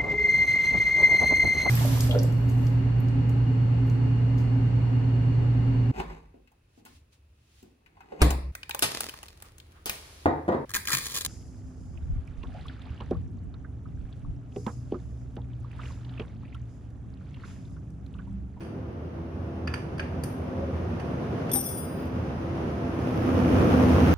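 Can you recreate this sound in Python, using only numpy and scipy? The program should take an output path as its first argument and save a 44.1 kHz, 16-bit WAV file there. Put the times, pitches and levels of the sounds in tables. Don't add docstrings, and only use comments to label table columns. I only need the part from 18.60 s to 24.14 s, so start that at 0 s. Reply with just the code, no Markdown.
import sys
import numpy as np
from scipy import signal
from scipy.fft import rfft, irfft, next_fast_len
from scipy.io import wavfile

SR = 44100
rng = np.random.default_rng(int(sys.argv[2]) if len(sys.argv) > 2 else 0)


def file_out(sig):
    cols = np.atleast_2d(sig).T
    lim = np.clip(cols, -1, 1)
    pcm = np.round(lim * 32767).astype(np.int16)
    wavfile.write(sys.argv[1], SR, pcm)


N = 244314
TIME = np.arange(N) / SR
FREQ = np.maximum(np.fft.rfftfreq(N, 1 / SR), 1)


def amp(db):
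    return 10 ** (np.asarray(db) / 20)


def unit(x):
    return x / np.sqrt(np.mean(x ** 2))


def response(points):
    hz, db = np.transpose(points)
    return amp(np.interp(np.log(FREQ), np.log(hz), db))


def shape(x, gain):
    return irfft(rfft(x) * gain, N)


def brighten(x, db, corner_hz=900):
    return x + (amp(db) - 1) * shape(x, 1 / (1 + (corner_hz / FREQ) ** 2))


def noise():
    return rng.standard_normal((2, N))


def wander(rate_hz):
    size = next_fast_len(N, real=True)
    smooth = np.exp(-(np.fft.rfftfreq(size, 1 / SR) / rate_hz) ** 2)
    return unit(irfft(rfft(rng.standard_normal(size)) * smooth, size)[:N])


def ramp(start, length):
    return np.clip((TIME - start) / length, 0, 1)


def decay(start, t60):
    age = TIME - start
    return (age >= 0) * amp(-60 * np.clip(age / t60, 0, 4))


def ring(start, hz, t60):
    return np.sqrt(2) * np.sin(2 * np.pi * hz * (TIME - start)) * decay(start, t60)


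def resonate(x, bands):
    return sum(amp(db) * unit(shape(x, 1 / (1 + ((FREQ - hz) / width) ** 2))) for hz, width, db in bands)


def pan(db):
    return amp(np.array([[db], [-db]]) / 2)


def spread(pair):
    # f/Hz, side minus mid/dB
    widths = [(60, -24), (125, -23), (250, -13), (500, -6.5), (1000, 0.5), (2000, 0.5), (12000, 0)]
    # f/Hz, left minus right/dB
    leans = [(60, -1.2), (250, -1.2), (500, 2.2), (1000, -.4), (2000, -1.5), (12000, 0)]
    width, lean = response(widths), np.sqrt(response(leans))
    mid, side = shape(pair, np.array([np.ones_like(width), width]) / np.hypot(1, width))
    return shape(np.array([mid + side, mid - side]), np.array([lean, 1 / lean]))


def yard(x, t60, echo_db, delay_s=0.0098):
    tail = noise() * decay(delay_s, t60)
    tail /= np.sqrt(np.sum(tail ** 2, axis=1, keepdims=True))
    return x + amp(echo_db) * signal.fftconvolve(x, tail, axes=1)[:, :N]


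def motor(fade_db_per_s=-1.5):
    # f/Hz, half width/Hz, starting level/dB
    hums = [(82.5, 1.5, -40.5), (332, 2, -50.5)]
    return spread(resonate(noise(), hums)) * amp(fade_db_per_s * TIME)


def street(swell_db_per_s=3.5, boom_db_per_s=1.0, treble_db_per_s=0.92, swell_end_s=4.1,
           drop_s=2.96, boom_return_s=0.31, boom_hz=110):
    # f/Hz, gain/dB
    colour = [(25, -28), (48, -10), (70, 3.5), (105, 1), (170, -3), (300, -8.5), (600, -15.5),
              (1250, -23.5), (2000, -33), (2800, -36.5), (4000, -47), (5500, -47.5), (12500, -61.5),
              (15500, -74)]
    # f/Hz, half width/Hz, level against the rumble/dB
    engine_hum = [(82.1, 4.7, -7), (253.6, 2.4, -12), (332.9, 3.5, -15), (387.8, 6.2, -19), (509, 47, -18),
                  (682, 4, -23)]
    elapsed = np.minimum(TIME, swell_end_s)
    drop_db = 5.5 * ramp(drop_s, 0.033)
    upper_db = -38 + swell_db_per_s * elapsed - drop_db
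    boom_dip_db = drop_db * np.exp(-((TIME - drop_s) / boom_return_s) ** 2)
    boom_db = -39.5 + boom_db_per_s * elapsed - boom_dip_db
    rumble = unit(shape(noise(), response(colour))) + resonate(noise(), engine_hum)
    deep = shape(rumble, 1 / (1 + (FREQ / boom_hz) ** 8))
    upper = brighten(rumble - deep, treble_db_per_s * elapsed) * amp(upper_db)
    boom = deep * amp(boom_db + 1.5 * wander(rate_hz=3))
    return spread((upper + boom) * amp(0.5 * wander(rate_hz=14)))


def hollow_note():
    # middle t/s, half length/s, f/Hz, half width/Hz, level/dB
    note = (2, 0.1, 542, 22, -37.5)
    middle, length, hz, width, db = note
    return spread(resonate(noise(), [(hz, width, db)])) * np.exp(-((TIME - middle) / length) ** 2)


def steel_clicks(knee_hz=2700, rebound_s=0.0035, rebound_db=-4, rise_s=0.0018, echo_t60=0.48):
    # t/s, level/dB, treble tilt/dB per octave, left minus right/dB, crack t60/s,
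    # ring level/dB, ring length/share of the undamped ring
    clicks = [(0.004, -52, 1.5, -4.5, 0.48, -26, 1), (1.0735, -28.5, -5, 1.5, 0.045, -1, 1),
              (1.138, -28, 0, -1.5, 0.04, 2.5, 1), (1.380, -41, 1, -1, 0.045, 0, .8),
              (1.3945, -24, -7, 2, 0.032, -8, .4), (1.400, -35.5, 0, -5, 0.025, 2.5, .7),
              (1.6355, -35, 12, 0, 0.055, 4.5, .8), (2.397, -41, 0, -7, 0.07, -3, .6),
              (2.893, -41, 1, -10, 0.065, -10, .6)]
    # f/Hz, gain/dB
    crack_colour = [(300, -5), (700, -1), (1150, 1), (1650, 5), (2000, -1), (2550, .5), (3400, -8),
                    (3950, -21), (4730, -7), (5100, -16), (5500, -12), (6300, -14), (7200, -21),
                    (8900, -14), (10000, -21), (11200, -23), (12000, -31), (12600, -23), (13400, -33),
                    (15500, -45)]
    # f/Hz, level/dB, t60/s
    tones = [(1600, -17, 0.035), (1715, -25, 0.3), (2600, -24, 0.04), (3350, -27, 0.03), (4715, -6, 0.034),
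             (8900, -33, 0.08)]
    cracks, rings = 0, 0
    for start, db, tilt_db, pan_db, t60, ring_db, ring_share in clicks:
        blow = amp(db) * pan(pan_db) * ramp(start, rise_s)
        colour = response(crack_colour) * amp(tilt_db * np.log2(np.maximum(FREQ / knee_hz, 1)))
        contact = np.hypot(decay(start, t60), amp(rebound_db) * decay(start + rebound_s, t60))
        cracks += blow * shape(noise() * contact, unit(colour))
        for hz, tone_db, tone_t60 in tones:
            treble_db = tilt_db * np.log2(max(hz, knee_hz) / 5000)
            rings += blow * amp(ring_db + tone_db + treble_db) * ring(start, hz, tone_t60 * ring_share)
    return yard(cracks, echo_t60, echo_db=-5) + yard(rings, echo_t60, echo_db=-13)


def clunk():
    # t/s, f/Hz, t60/s, level/dB
    notes = [(2.916, 3476, 0.06, -41), (2.914, 262, 0.043, -34), (2.957, 792, 0.23, -36.5),
             (2.957, 3780, 0.091, -46.5)]
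    return sum(amp(db) * ring(start, hz, t60) for start, hz, t60, db in notes)


def ringing_steel(tones, blows, rest_s, rest_t60, free_share, catch_s=3.015, catch_db=0,
                  waver_hz=3, flicker_db=2.2):
    sound = 0
    for hz, end_db, flat_db, t60, pan_db in tones:
        kicks = np.zeros(N)
        for start, db, flat in blows:
            kicks[int(start * SR)] += amp(db + np.interp(flat, [0, 1], [end_db, flat_db])) ** 2
        kept_per_sample = amp(-60 / (t60 * SR)) ** 2
        energy = signal.lfilter([1], [1, -kept_per_sample], kicks + 1e-20)
        caught = energy[int(catch_s * SR)] * decay(catch_s, t60) ** 2
        lost = caught * ramp(catch_s, .01) * (1 - amp(catch_db) ** 2)
        strength = np.sqrt(2 * np.abs(energy - lost))
        cycles = np.cumsum(hz + waver_hz * wander(rate_hz=25)) / SR + rng.random()
        wobble = wander(rate_hz=14)
        right_cycles = cycles - .22 - .08 * wobble
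        tone = np.sin(2 * np.pi * np.array([cycles, right_cycles]))
        sound += pan(pan_db) * strength * tone * amp(flicker_db * wobble)
    settling = amp(-60 * np.maximum(TIME - rest_s, 0) / rest_t60)
    return sound * (free_share + (1 - free_share) * settling)


def rocking(start_s=3.42, period_s=0.17, depth=0.5):
    age = np.maximum(TIME - start_s, 0)
    return 1 - depth * np.sin(np.pi * age / period_s) ** 2


def spanners(chatter_db=1.7, grain_db=4, slip_s=3.45, slip_width_s=0.028):
    # t/s, dropped one's ring/dB, lying one's ring/dB, tick/dB, landing (0 end first, 1 flat)
    bounces = [(2.9161, -31, -46, -31, 0), (2.9348, -26, -46, -29, 0), (2.947, -40, -48, -37, 0),
               (2.956, -40, -42, -42, 0), (3.027, -41, -45, -39, 1), (3.040, -36, -48, -42, 1),
               (3.062, -36, -54, -52, 1), (3.089, -38, -56, -38, 1), (3.172, -42, -54, -60, 1)]
    # f/Hz, struck end first/dB, struck flat/dB, t60/s, left minus right/dB
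    dropped_tones = [(3447, -30, -25, .75, 4), (5858, -16, -17, .45, -4), (6920, -36, -27, .4, 0),
                     (8450, -29, -20, .25, 6), (8823, -23, -25, .7, 14), (8926, -5.5, -12, .62, 15),
                     (9104, -23, -8, .52, 14), (10060, -32, -23, .2, 6), (12350, -27, -16.5, .3, 3),
                     (12722, -2.5, -6, .4, 3), (12826, -18, -19, .4, 4), (13000, -24, -17.5, .38, 4)]
    lying_tones = [(4931, -22, -25, 3.2, 3), (5028, -8, -21, .4, 8), (5085, -28, -17, .5, 4),
                   (5206, -21, -15, .6, 8), (8134, -4.5, -4, .6, 1), (10810, -21, -11.5, .9, 9),
                   (13952, -9.5, -30, .33, 14), (14070, -26, -19, .7, 8), (14710, -12, -7, .95, 9),
                   (15390, -15, -14, .6, 7)]
    # f/Hz, gain/dB
    grit_colour = [(800, -27), (2900, -2), (3400, -6), (4200, -11), (4900, -1), (5800, 1.5), (6400, 1),
                   (7500, -13), (8700, 7), (11000, 2), (12600, 9), (13500, 0), (15500, -7)]
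    starts, dropped_db, lying_db, tick_db, flat = np.transpose(bounces)
    dropped = ringing_steel(dropped_tones, list(zip(starts, dropped_db, flat)),
                            rest_s=3.25, rest_t60=0.35, free_share=0.2, catch_db=-18)
    lying = ringing_steel(lying_tones, list(zip(starts, lying_db, flat)),
                          rest_s=3.3, rest_t60=0.5, free_share=0.8)
    rings = (dropped + lying * rocking()) * amp(chatter_db * wander(rate_hz=70))
    ticks = sum(amp(db) * decay(start, t60=0.016) for start, db in zip(starts, tick_db))
    slide = amp(-46) * decay(starts[1], t60=1)
    slip = amp(-67) * np.exp(-((TIME - slip_s) / slip_width_s) ** 2)
    scrape = (slide + slip) * amp(grain_db * wander(rate_hz=150))
    grit = unit(shape(noise(), response(grit_colour))) * (ticks + scrape)
    return yard(rings + grit * pan(db=4), t60=0.52, echo_db=-9)


def chain(start_s=4.12, full_speed_s=5.05, slowing_per_s=0.07, links_per_s=105, whirr_db=-16.8,
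          scatter_db=3.0, rasp_share=0.081, rub=0.95, flutter_db=0.6):
    # f/Hz, gain/dB
    colour = [(25, -31), (50, -21), (72, -6.5), (130, -5.5), (290, -6), (420, -11.5), (520, -12.5),
              (900, -19.5), (1250, -21), (2000, -31), (2800, -33), (4000, -44.5), (5500, -44), (15500, -57)]
    # f/Hz, half width/Hz, level against the whirr/dB
    drones = [(82.5, 5, -6), (110, 8, -15), (186, 9, -16), (253, 4.5, -4.5), (292, 9, -16), (342, 6, -17),
              (463.7, 5, -21), (505, 11, -19)]
    coasting_s = np.maximum(TIME - full_speed_s, 0)
    speed = ramp(start_s, full_speed_s - start_s) ** 0.7 * np.exp(-slowing_per_s * coasting_s)
    strength = amp(whirr_db) * speed ** 2
    links_passed = np.cumsum(links_per_s * speed * (1 + 0.022 * wander(rate_hz=30))) / SR
    hit_size = amp(scatter_db * rng.standard_normal(N))[links_passed.astype(int)]
    rasps = hit_size * np.exp(-(links_passed % 1) / rasp_share)
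    rollers = noise() * unit(rub + rasps)
    whirr = unit(shape(rollers, response(colour))) * amp(flutter_db * wander(rate_hz=12))
    treble_db = 5.0 * (1 - speed) + 3.5 * ramp(full_speed_s, 0.28)
    return spread((brighten(whirr, treble_db) + resonate(rollers, drones)) * strength)


def scene():
    return street() + chain() + steel_clicks() + spanners() + clunk() + hollow_note() + motor()


def record(dry, notch_hz=7650, notch_width_hz=760, notch_db=-14, top_hz=15650):
    notch = amp(notch_db * np.exp(-((FREQ - notch_hz) / notch_width_hz) ** 2))
    sound = shape(dry, notch) * ramp(0, .005) ** 2
    low_pass = signal.ellip(10, .2, 80, top_hz, fs=SR, output="sos")
    return signal.sosfilt(low_pass, sound)


dry = scene()
out = record(dry)
file_out(out)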